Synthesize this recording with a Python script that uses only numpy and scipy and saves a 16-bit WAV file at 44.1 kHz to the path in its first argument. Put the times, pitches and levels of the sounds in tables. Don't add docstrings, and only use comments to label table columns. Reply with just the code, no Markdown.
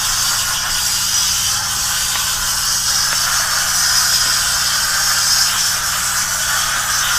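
import sys
import numpy as np
from scipy import signal
from scipy.fft import rfft, irfft, next_fast_len
from scipy.io import wavfile
from scipy.ndimage import uniform_filter1d

SR = 44100
rng = np.random.default_rng(int(sys.argv[2]) if len(sys.argv) > 2 else 0)


def digitize_waveform(pressure):
    field = np.atleast_2d(pressure).T
    bounded = np.clip(field, -1, 1)
    quanta = np.round(bounded * 32767).astype(np.int16)
    wavfile.write(sys.argv[1], SR, quanta)


N = 316726
TIME = np.arange(N) / SR
FRAME_S = np.arange(N // 128 + 9) * 128 / SR
BIN_HZ = np.fft.rfftfreq(512, 1 / SR)


def amp(db):
    return 10 ** (np.asarray(db) / 20)


def unit(x):
    return x / np.sqrt(np.mean(x ** 2) + 1e-20)


def curve(rows, t=TIME):
    s, *columns = np.transpose(rows)
    return [np.interp(t, s, column) for column in columns]


def spectrum(points, hz):
    f, db = np.transpose(points)
    knots_hz = np.r_[f[0] / 2, f, f[-1] * 2]
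    knots_db = np.r_[db[0] - 60, db, db[-1] - 60]
    return amp(np.interp(np.log(hz + 1), np.log(knots_hz), knots_db))


def colour(x, gain):
    size = next_fast_len(len(x))
    filtered = rfft(x, size) * gain(np.fft.rfftfreq(size, 1 / SR))
    return unit(irfft(filtered, size)[:len(x)])


def drift(hz):
    t = FRAME_S
    low_pass = 1 / (1 + (np.fft.rfftfreq(len(t), t[1]) / hz) ** 2)
    slow = irfft(rfft(rng.standard_normal(len(t))) * low_pass, len(t))
    return unit(np.interp(TIME, t, slow))


def add(mix, s, sound):
    part = mix[max(round(s * SR), 0):][:len(sound)]
    part += sound[:len(part)]


def turbulence(shape, patchy_db, waver_db=0):
    real, imaginary, eddies, swing = rng.standard_normal((4, len(FRAME_S), len(BIN_HZ)))
    eddies = unit(uniform_filter1d(uniform_filter1d(eddies, size=12, axis=0), size=7, axis=1))
    swing = unit(uniform_filter1d(uniform_filter1d(swing, size=48, axis=0), size=3, axis=1))
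    z = (real + 1j * imaginary) * shape * amp(patchy_db * eddies + waver_db * swing)
    return unit(signal.istft(z.T, nperseg=512, noverlap=384)[1][:N])


def echoes(x, strength, count=5):
    out = x.copy()
    for delay, sway_hz, start in rng.uniform([.0008, .15, 0], [.004, .45, 1], (count, 3)):
        path_s = delay * (1 + np.sin(2 * np.pi * (sway_hz * TIME + start)) / 6)
        out += strength * rng.choice([-1, 1]) * np.interp(TIME - path_s, TIME, x)
    return out


def cab(x, wet, t60, count=24):
    t, hop = np.arange(SR // 10) / SR, N // count + 1
    out = x.copy()
    for k in range(count + 1):
        sparse = (rng.standard_normal(len(t)) * (rng.random(len(t)) < .05)) * (t > .002)
        taps = sparse * amp(-60 * t / t60)
        at = np.arange(max(k - 1, 0) * hop, min((k + 1) * hop, N))
        piece = x[at] * np.cos(np.pi / 2 * (at / hop - k))
        add(out, at[0] / SR, wet * signal.fftconvolve(piece, taps / np.linalg.norm(taps)))
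    return unit(out)


def jet(sputter):
    # t/s, relative level/dB
    course = [(0, -26.5), (1.4, -27.5), (2.15, -27.5), (2.8, -28.5), (3.8, -27), (4.8, -28), (5.2, -27),
              (7.18, -27.5)]
    # f/Hz, relative level/dB
    envelope = [(3000, -36), (4100, -0.5), (4800, -4.5), (6000, 4), (7900, 8.5), (9200, 1), (11000, 0),
                (13800, -1), (15300, -6.5)]
    level_db, = curve(course)
    hiss = turbulence(spectrum(envelope, BIN_HZ), patchy_db=2.0, waver_db=0.64)
    drops = rng.standard_normal(N) * (rng.random(N) < 500 / SR)
    spray = hiss + amp(-29) * colour(drops, lambda f: spectrum(envelope, f))
    return amp(level_db + 4.5 + 0.15 * sputter) * cab(echoes(spray, strength=0.11), wet=0.42, t60=0.077)


def strike(sputter):
    # t/s, relative level/dB
    course = [(0, -22.5), (.3, -20.5), (.95, -20.5), (1.3, -19), (1.7, -22.3), (2.58, -23), (2.72, -18),
              (3.6, -18.5), (4.05, -17.5), (4.85, -20.5), (5.45, -16.5), (5.8, -25.5), (6.85, -24),
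              (7.18, -19.5)]
    # f/Hz, relative level/dB
    envelope = [(3000, -53), (4150, -10.5), (4650, -1), (5300, -2), (6100, -2), (6750, -2.5), (7300, -15),
                (7900, -8.5), (9000, -15), (14000, -26)]
    # t/s, lower f/Hz, upper f/Hz, prominence/dB
    slide = [(0, 5500, 5900, 8), (.3, 4950, 6000, 0), (.7, 5080, 5730, 13), (.97, 4500, 5430, -1),
             (1.19, 5100, 5940, 11), (1.45, 5700, 6100, 6.5), (2.15, 5000, 5650, -1), (3, 5200, 5820, 11),
             (3.35, 5500, 6250, 5), (3.7, 5160, 5900, 5.5), (4.1, 5220, 5600, 6), (4.8, 4950, 5460, 6.5),
             (5.42, 5200, 5570, 4.5), (5.85, 5640, 6300, 9), (5.95, 4500, 5200, 6), (6.07, 5400, 5950, 4.5),
             (7.18, 5360, 6080, 10)]
    level_db, = curve(course)
    lower_hz, upper_hz, prominence_db = (column[:, None] for column in curve(slide, FRAME_S))
    peaks = sum(1 / (1 + ((BIN_HZ - hz) / 130) ** 2) for hz in (lower_hz, upper_hz))
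    shape = spectrum(envelope, BIN_HZ) * amp(prominence_db * peaks)
    shape /= np.linalg.norm(shape, axis=1, keepdims=True)
    sizzle = turbulence(shape, patchy_db=1.38, waver_db=1.14)
    return amp(level_db + 0.88 + 0.45 * sputter) * cab(echoes(sizzle, strength=0.11), wet=0.49, t60=0.056)


def rush():
    # t/s, relative level/dB
    course = [(0, -40), (.65, -38.5), (.9, -37.5), (1.85, -44.5), (2.12, -37), (2.48, -46), (3.5, -37.5),
              (4.9, -39), (5.4, -36), (6.3, -35), (7.18, -36)]
    # f/Hz, relative level/dB
    envelope = [(200, -27), (420, -17), (700, -0.5), (1000, 0.5), (2000, 1.5), (2450, 1.5), (3600, 0.5),
                (4100, -4), (6000, -7)]
    level_db, = curve(course)
    wash = turbulence(spectrum(envelope, BIN_HZ), patchy_db=2.0, waver_db=1.6)
    return amp(level_db + 6.0) * cab(wash, wet=0.72, t60=0.079)


def hollows():
    # t/s, relative level/dB
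    course = [(0, -25), (1.3, -30), (1.6, -27), (2.2, -28), (2.9, -24), (3.35, -22), (3.7, -21.5),
              (4.6, -25), (5.05, -21.5), (5.5, -23.5), (6.4, -25.5), (6.55, -22.5), (7.18, -22)]
    # t/s, share of power/0-1
    recess_share = [(0, 0.38), (1.2, 0.02), (2.7, 0.09), (3.2, 1), (4.2, 0.95), (7.18, 1)]
    # f/Hz, relative level/dB
    open_panel = [(420, -23), (510, -19), (580, -13), (680, -14), (750, -11), (830, -5), (930, -5),
                  (1020, -1), (1130, -3), (1450, .5), (1800, -5), (2000, -11), (2400, -22)]
    deep_recess = [(420, -30), (500, -22), (600, -16), (700, -13), (800, -12), (930, -12), (1100, -8.5),
                   (1250, -2.5), (1480, .5), (1750, -3.5), (1950, -12), (2400, -22)]
    # f/Hz, width at half the dB height/Hz, height/dB
    modes = [(813, 35, 3), (872, 30, 1.5), (925, 40, -4), (1009, 50, 3), (1215, 70, 2.5), (1310, 50, -3),
             (1400, 70, 3), (1525, 90, 2), (1770, 80, 1.5)]
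    level_db, = curve(course)
    share = np.clip(curve(recess_share)[0], 0, 1)

    def ripple(f):
        return amp(sum(db / (1 + (2 * (f - hz) / width) ** 2) for hz, width, db in modes))

    def ring(shape):
        return colour(turbulence(1, patchy_db=1.08, waver_db=0.4), lambda f: spectrum(shape, f) * ripple(f))

    blown = np.sqrt(1 - share) * ring(open_panel) + np.sqrt(share) * ring(deep_recess)
    return amp(level_db - 0.03) * cab(blown, wet=0.57, t60=0.11)


def gaps():
    # t/s, relative level/dB
    course = [(0, -24.5), (.9, -25), (1.35, -25), (1.8, -28.5), (2.25, -23), (2.6, -27), (3.5, -30),
              (4.7, -27), (5.6, -31), (6.3, -36), (6.62, -22.5), (6.85, -31), (7.1, -27)]
    # f/Hz, half-width at -12 dB/Hz, relative level/dB
    modes = [(2916, 590, -5.5), (3097, 270, -3), (3370, 84, -4), (3680, 290, -4.5)]
    level_db, = curve(course)

    def response(f):
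        return sum(amp(db) / (1 + ((f - hz) / width) ** 2) ** 2 for hz, width, db in modes)

    blown = colour(turbulence(1, patchy_db=1.5, waver_db=1.2), response)
    return amp(level_db - 1.66) * cab(blown, wet=0.82, t60=0.081)


def whistle():
    # t/s, f/Hz, level/dB
    course = [(3.7, 8150, -55), (4.1, 8050, -41), (4.5, 8040, -27.5), (4.8, 8000, -42), (5.1, 7780, -42),
              (5.35, 7800, -56)]
    hz, level_db = curve(course)
    sounding = (TIME > course[0][0]) & (TIME < course[-1][0])
    phasor = np.exp(2j * np.pi * np.cumsum(hz) / SR)
    tone = unit((phasor * (drift(130) + 1j * drift(130))).real)
    return sounding * amp(level_db) * tone


def pulse(s, length, steepness=2):
    return np.exp(-abs(2 * (TIME - s) / length) ** steepness)


def wand():
    # t/s (centre), length/s, change of level/dB
    spurts = [(0.62, 0.13, -6.5), (1.63, 0.12, -6), (3.78, 0.077, 0.5), (4.15, .1, 1.5), (5.8, 0.078, -3.5),
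              (6.27, 0.062, -3.5), (6.734, 0.17, -4)]
    # t/s (centre), length/s, change of sizzle level/dB, of gap level/dB, of hollow level/dB
    crossings = [(0.343, .07, -1.5, -4.5, 3), (0.486, 0.097, -2.5, -6, 2.5), (0.563, .06, -1, 5.5, 1),
                 (0.663, .06, -4, 0.5, 4), (1.176, .1, 1.5, 0, 1.5), (2.41, .1, -2, -5, 0),
                 (2.82, 0.094, -2, -2.5, -6.5), (3.1, .09, -2.5, -2, 0), (3.285, 0.07, -5.5, 3.5, 2.5),
                 (3.484, 0.11, -5, -2, 1), (3.705, 0.19, -4, 0, -2.5), (5.54, .1, -7, 6.5, 2),
                 (5.67, .16, 2.5, 4.5, -2), (5.867, 0.054, 2.5, -2, 1), (5.948, 0.078, 0, 6, 3),
                 (6.08, 0.055, 2.5, 1, 2), (6.198, 0.079, 5.5, -1, 1), (6.577, 0.061, 2, -4, 0.5),
                 (6.854, 0.064, -5, -1, 0), (6.975, .1, 4, -2.5, 1), (7.07, 0.11, -5.5, 6.5, 2)]
    spurt = sum(change_db * pulse(s, length) for s, length, change_db in spurts)
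    sizzle, gap, hollow = sum(np.outer(change_db, pulse(s, length, steepness=4))
                              for s, length, *change_db in crossings)

    def flutter(depth_db):
        return depth_db * drift(6.5)

    return dict(jet=spurt + flutter(0.5),
                strike=sizzle + 0.28 * spurt + flutter(0.5),
                gaps=gap + 0.79 * spurt + flutter(1.2),
                hollows=hollow + flutter(0.7),
                rush=0.33 * spurt + flutter(0.7))


def knocks():
    # t/s, level at onset/dB, tilt about 1 kHz/(dB per octave), time to fall 60 dB/s
    impacts = [(0.308, -27, 0, 0.25), (.69, -23, 1, 0.15), (1.764, -37, -6, 0.39), (2.154, -14.5, 2, .05),
               (3.128, -12, 1.5, 0.04), (4.254, -26, -3, 0.27), (4.928, -34, -5, .08),
               (6.226, -30, -13, 0.12), (6.759, -24, -1, 0.22)]
    # f/Hz, relative level/dB
    envelope = [(120, -26), (260, -11), (450, -13), (900, -3), (1400, 0), (1900, -1), (2500, -13),
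                (3100, -14), (5000, -22), (12000, -38)]
    out, t = np.zeros(N), np.arange(SR // 4) / SR
    for s, level_db, tilt_db, t60 in impacts:
        body = colour(rng.standard_normal(len(t)),
                      lambda f: spectrum(envelope, f) * amp(tilt_db * np.log2((f + 1) / 1000)))
        dying = amp(-60 * t / t60)
        add(out, s, amp(level_db) * unit(dying * body) * np.sqrt(np.mean(dying ** 2)))
    return out


def motor():
    harmonics = [(2, -43.5), (4, -41.5), (5, -50), (6, -45), (8, -58), (10, -63)]
    shaft_hz = 30.1
    turns = np.cumsum(shaft_hz * (1 + .0012 * drift(1.34))) / SR
    return sum(amp(db + 0.48 * drift(3.1)) * np.sqrt(2) * np.sin(2 * np.pi * (round(k) * turns + rng.random()))
               for k, db in harmonics)


def car():
    # t/s, f/Hz, mean peak level/dB
    course = [(0, 95.7, -38.5), (.8, 93, -42), (1.7, 100, -38), (2.3, 95, -63), (3, 94, -80)]
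    hz, level_db = curve(course)
    return amp(level_db + 1.7 * drift(3)) * np.sin(2 * np.pi * np.cumsum(hz) / SR)


def rumble():
    # f/Hz, relative level/dB
    envelope = [(8, 6), (20, 5), (45, 1.5), (80, -1), (100, -1), (135, -17), (170, -8), (220, -12.5),
                (330, -15.5), (500, -20), (1200, -17.5)]
    # t/s (centre), peak level/dB, f/Hz, length/s
    bumps = [(.1, -27.5, 27.2, 0.22), (0.406, -33, 26, .24), (0.732, -29, 20.7, 0.17),
             (2.403, -29, 29.8, 0.227)]
    out = amp(-38.0) * colour(rng.standard_normal(N), lambda f: spectrum(envelope, f))
    for s, level_db, hz, length in bumps:
        t = np.arange(0, length, 1 / SR)
        swell = np.hanning(len(t)) * np.sin(2 * np.pi * (hz * t + rng.random()))
        add(out, s - length / 2, amp(level_db) * swell)
    return out


def scene():
    sputter, change_db = drift(40), wand()
    parts = dict(jet=jet(sputter), strike=strike(sputter), rush=rush(), hollows=hollows(), gaps=gaps())
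    steam = sum(amp(change_db[name]) * sound for name, sound in parts.items())
    mono = steam + whistle() + knocks() + motor() + car() + rumble()
    return np.array([mono, mono])


def record(dry):
    low_pass = signal.firwin(511, 15400, window=("kaiser", 9), fs=SR)
    return signal.oaconvolve(dry, low_pass[None], "same")


dry = scene()
out = record(dry)
digitize_waveform(out)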